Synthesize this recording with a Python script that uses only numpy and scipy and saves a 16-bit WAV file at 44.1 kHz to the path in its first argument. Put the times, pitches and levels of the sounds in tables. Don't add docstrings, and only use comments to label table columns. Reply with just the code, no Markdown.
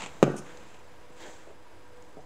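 import sys
import numpy as np
from scipy import signal
from scipy.fft import rfft, irfft, next_fast_len
from scipy.io import wavfile
from scipy.ndimage import map_coordinates

SR = 44100
rng = np.random.default_rng(int(sys.argv[2]) if len(sys.argv) > 2 else 0)


def voltage_ratio(decibels):
    exponent = np.asarray(decibels, float) / 20
    return 10 ** exponent


def persist_wave(psi):
    counts = np.round(np.clip(psi, -1, 1) * 32767).astype(np.int16)
    wavfile.write(sys.argv[1], SR, np.atleast_2d(counts).T)


N = 99225
TIME_S = np.arange(N) / SR


def unit(x):
    return x / np.sqrt(np.mean(x ** 2) + 1e-20)


def along(points, hz):
    point_hz, values = np.transpose(points)
    return np.interp(np.log(hz + 1), np.log(point_hz + 1), values)


def filtered(x, response):
    size = next_fast_len(N + SR // 2)
    spectrum = rfft(x, size) * response(np.fft.rfftfreq(size, 1 / SR))
    return irfft(spectrum, size)[:N]


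def noise(spectrum):
    return unit(filtered(rng.standard_normal(N), lambda hz: voltage_ratio(along(spectrum, hz))))


def wobble(rate_hz):
    knots = rng.standard_normal(int(N * rate_hz / SR) + 4)
    return map_coordinates(knots, [TIME_S * rate_hz])


def decay(start_s, t60_s, rise_s=0.00015):
    t = np.clip(TIME_S - start_s, 0, None)
    return (1 - np.exp(-t / rise_s)) ** 2 * voltage_ratio(-60 * t / t60_s)


# start_s [s], level_db [dB]
RATTLES = [(.0005, -48), (.006, -23.5), (0.0194, -20.5), (0.037, -24.5), (0.048, -37), (.06, -24),
           (0.23, -15), (0.234, -31.5), (0.238, -20)]
# [dB per Hz, relative]
PLASTIC = [(120, -24), (200, 7.5), (506, -4.5), (575, 2), (874, 7.5), (1680, -2), (2510, 4.5), (2850, 2),
           (5300, -12), (7480, -2.5), (10200, -28.5), (15500, -55)]


def bottle_rattle():
    rise_s, t60_s = 0.0012, 0.014
    bursts = sum(voltage_ratio(level_db) * decay(start_s, t60_s, rise_s) for start_s, level_db in RATTLES)
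    return noise(PLASTIC) * bursts


# [dB per Hz, relative]
SLAP = [(1470, -21), (2500, 1.5), (4820, -16), (6690, -6), (9080, -27), (12100, -27), (13700, -32),
        (15500, -34)]


def base_slap():
    start_s, level_db, t60_s = 0.2277, -16, 0.009
    return noise(SLAP) * voltage_ratio(level_db) * decay(start_s, t60_s)


# start_s [s], level_db [dB, size of the impulse], contact_s [s]
BLOWS = [(.035, -40, 0.0035), (.2277, -12.5, 0.00033), (0.2297, -21, 0.00039), (0.2328, -19, 0.0012),
         (0.2371, -22, 0.00057), (0.2782, -24, 0.0015), (.301, -29, 0.0016), (0.342, -37, 0.00064),
         (.356, -40.5, .001), (1.103, -55, 0.00071), (1.284, -52.5, 0.00084), (1.476, -59, 0.001),
         (2.17, -47, 0.00063), (2.177, -58, 0.00071)]
# pitch_hz [Hz], level_db [dB], t60_s [s]
TABLE_MODES = [(201, -22, 0.3), (256, -25, 0.027), (296, 6, 0.027), (365, -8, 0.25), (439, 13, 0.019),
               (579, 9.5, 0.017), (670, 4, 0.039), (793, -12, 0.057), (1197, 4, .03), (1467, -8, 0.024),
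               (1880, -14.5, 0.06), (2520, -35, 0.017), (3070, -40, .015)]


def table_top():
    force = 0
    for start_s, level_db, contact_s in BLOWS:
        progress = np.clip((TIME_S - start_s) / contact_s, 0, 1)
        force = force + voltage_ratio(level_db) * np.sin(np.pi * progress) / (contact_s * SR)
    t = TIME_S[:SR // 2]
    lowest_mode = (144, -3, 0.6)  # pitch_hz, level_db, t60_s
    flip_hz = 290
    ring = 0
    for pitch_hz, level_db, t60_s in [lowest_mode] + TABLE_MODES:
        mode = voltage_ratio(level_db - 60 * t / t60_s) * np.sin(2 * np.pi * pitch_hz * t)
        ring = ring + np.sign(flip_hz - pitch_hz) * mode
    return signal.fftconvolve(force, ring)[:N]


# start_s [s], level_db [dB], pitch_hz [Hz], t60_s [s]
TICKS = [(.3185, -44.5, 9600, 0.0053), (.5725, -40, 6240, 0.0074), (0.575, -49, 7300, 0.011),
         (2.0245, -41.5, 6900, 0.0059), (2.206, -61.5, 6200, 0.038)]


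def buttons():
    spit = 0.4 * noise([(2000, -26), (4000, 19), (11000, -1), (14000, -17)])
    ticks = 0
    for start_s, level_db, pitch_hz, t60_s in TICKS:
        ring = np.sin(2 * np.pi * pitch_hz * (TIME_S - start_s))
        ticks = ticks + voltage_ratio(level_db) * decay(start_s, t60_s) * (ring + spit)
    return ticks


def rubbing(strokes, spectrum):
    shape = 0
    for start_s, rise_s, hold_s, fall_s, level_db in strokes:
        corners_s = start_s + np.cumsum([0, rise_s, hold_s, fall_s])
        shape = shape + voltage_ratio(level_db) * np.interp(TIME_S, corners_s, [0, 1, 1, 0]) ** 1.08
    grain_db = 2.5 * wobble(150)
    return shape * unit(voltage_ratio(grain_db) * noise(spectrum))


# start_s [s], rise_s [s], hold_s [s], fall_s [s], level_db [dB]
BRUSHES = [(.36, 0.0078, 0.017, 0.03, -46.5)]
# [dB per Hz, relative]
FINGER = [(1470, -39), (2500, -3.5), (3390, -13), (4300, -16), (6300, -1), (7980, -7), (8610, -1.5),
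          (15500, -37)]


def finger_brush():
    return rubbing(BRUSHES, FINGER)


# start_s [s], rise_s [s], hold_s [s], fall_s [s], level_db [dB]
SLIDES = [(1.14, 0.071, 0.034, 0.22, -50)]
# [dB per Hz, relative]
ARM = [(120, -51), (200, -23), (219, -25), (339, 3.5), (385, -17), (554, -6), (630, -14), (940, -6),
       (1150, -14.5), (1880, -13), (2800, -16.5), (3240, -13.5), (5300, -22), (7480, -18), (9480, -36),
       (15500, -41)]


def forearm_slide():
    return rubbing(SLIDES, ARM)


# start_s [s], rise_s [s], hold_s [s], fall_s [s], level_db [dB]
HANDLING = [(-.02, 0.0072, 0.051, 0.067, -40.5), (.42, 0.051, 0.027, 0.4, -57),
            (.68, 0.031, 0.043, 0.07, -62.5), (1.08, 0.027, .03, .04, -67), (1.46, 0.019, .03, .05, -65.5)]


def handling():
    return rubbing(HANDLING, PLASTIC)


# start_s [s], rise_s [s], hold_s [s], fall_s [s], level_db [dB]
NUDGES = [(1.22, 0.045, 0.027, 0.032, -48.5), (1.468, 0.0061, 0.029, 0.045, -51),
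          (2.172, 0.0033, 0.024, 0.034, -50)]
# [dB per Hz, relative]
BOARD = [(250, -34), (350, 10.5), (500, 10), (750, 9.5), (1000, -12), (1600, -38), (4000, -89)]


def board_nudges():
    return rubbing(NUDGES, BOARD)


# start_s [s], rise_s [s], hold_s [s], fall_s [s], level_db [dB]
SCUFFS = [(.45, .03, 0.026, 0.035, -56.5), (1.18, 0.048, 0.032, 0.039, -53.5),
          (1.38, 0.024, 0.025, .03, -60)]
# [dB per Hz, relative]
SCUFF = [(1100, -36), (1500, -2.5), (1850, -5), (2300, -11), (2800, -21), (3350, -11.5), (3900, -26),
         (5000, -48)]


def scuffs():
    return rubbing(SCUFFS, SCUFF)


# pitch_hz [Hz], t60_s [s]
ROOM_DECAY = [(60, .25), (140, 0.87), (500, 0.45), (1500, 0.69), (2500, 0.38), (4000, 0.64), (9000, 0.5)]
# pitch_hz [Hz], level_db [dB]
ROOM_LEVEL = [(150, -16.5), (500, -14.5), (1500, -9), (6000, -13)]


def room(x):
    delay_s = 0.008
    hz, t, grid = signal.stft(rng.standard_normal(SR), SR, nperseg=512)
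    fall = voltage_ratio(-60 * t / along(ROOM_DECAY, hz)[:, None])
    tail = signal.istft(grid * fall, SR, nperseg=512)[1]
    delayed = np.pad(x, (round(delay_s * SR), 0))
    wet = signal.fftconvolve(delayed, tail / np.linalg.norm(tail))[:N]
    return filtered(wet, lambda hz: voltage_ratio(along(ROOM_LEVEL, hz)))


# [Hz, at half amplitude]
HUM = [(97.5, -72, 3.9), (324, -64, 90), (493, -61, 4.7), (570, -70.5, 52), (970, -65.5, 86),
       (1593, -73, 30)]


def hum():
    total = 0
    for pitch_hz, level_db, width_hz in HUM:
        white = rng.standard_normal(N)
        band = filtered(white, lambda hz: 1 / (1 + (2 * (hz - pitch_hz) / width_hz) ** 2))
        total = total + voltage_ratio(level_db) * unit(band)
    return total


# [dB, 3 dB above the sounding level]
HISS_LEVEL = [(0.1, -62.5), (0.66, -66), (0.81, -69.5), (1.08, -73), (1.31, -56.5), (1.55, -75.5),
              (2.25, -70.5)]
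# [dB per Hz, relative]
HISS_BAND = [(4500, -39), (6000, -0.5), (7500, 1.5), (8800, -11), (11000, -58)]


def hiss():
    return voltage_ratio(np.interp(TIME_S, *np.transpose(HISS_LEVEL)) - 3) * noise(HISS_BAND)


# [dB per Hz, relative]
AIR = [(12, -53), (20, -23), (32, -21), (59, -11.5), (149, -19.5), (203, -20), (345, -20.5), (443, -16.5),
       (482, -15), (554, -17.5), (942, -20), (1840, -25.5), (5780, -38.5), (7860, -43.5), (15800, -53)]


def room_air():
    start_db, sink_db_per_s = -52, 2.4
    return voltage_ratio(start_db - sink_db_per_s * TIME_S + 0.76 * wobble(7.01)) * noise(AIR)


def camera_whine():
    pitch_hz, frame_hz, frame_start_s = 4985.5, 23.976, 0.0385
    on_share = 0.61
    frame = (TIME_S - frame_start_s) * frame_hz
    phase = 2 * np.pi * pitch_hz * TIME_S + np.pi * np.floor(frame)
    harmonics_db = [-74.5, -76.5, -80]
    tone = sum(voltage_ratio(db) * np.sin((k + 1) * phase) for k, db in enumerate(harmonics_db))
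    clock = voltage_ratio(-82 + 3.3 * wobble(30)) * np.sin(2 * np.pi * 8000 * TIME_S)
    return (frame % 1 < on_share) * tone + clock


def scene():
    near = bottle_rattle() + base_slap() + table_top() + buttons()
    near = near + finger_brush() + forearm_slide() + handling() + board_nudges() + scuffs()
    low_cut = signal.butter(4, 122, "high", fs=SR, output="sos")
    foreground = signal.sosfilt(low_cut, near + room(near))
    background = hum() + hiss() + room_air() + camera_whine()
    return (foreground + background)[None]


def band_limit(x):
    return signal.sosfilt(signal.butter(12, 16610, fs=SR, output="sos"), x)


def record(dry):
    offset, clip, knee = 0.0056, 0.705, 20
    x = dry[0] + offset
    clipped = x / (1 + np.abs(x / clip) ** knee) ** (1 / knee)
    limited = filtered(clipped - offset, lambda hz: hz < 15750) + offset
    return band_limit(limited[None])


dry = scene()
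out = record(dry)
persist_wave(out)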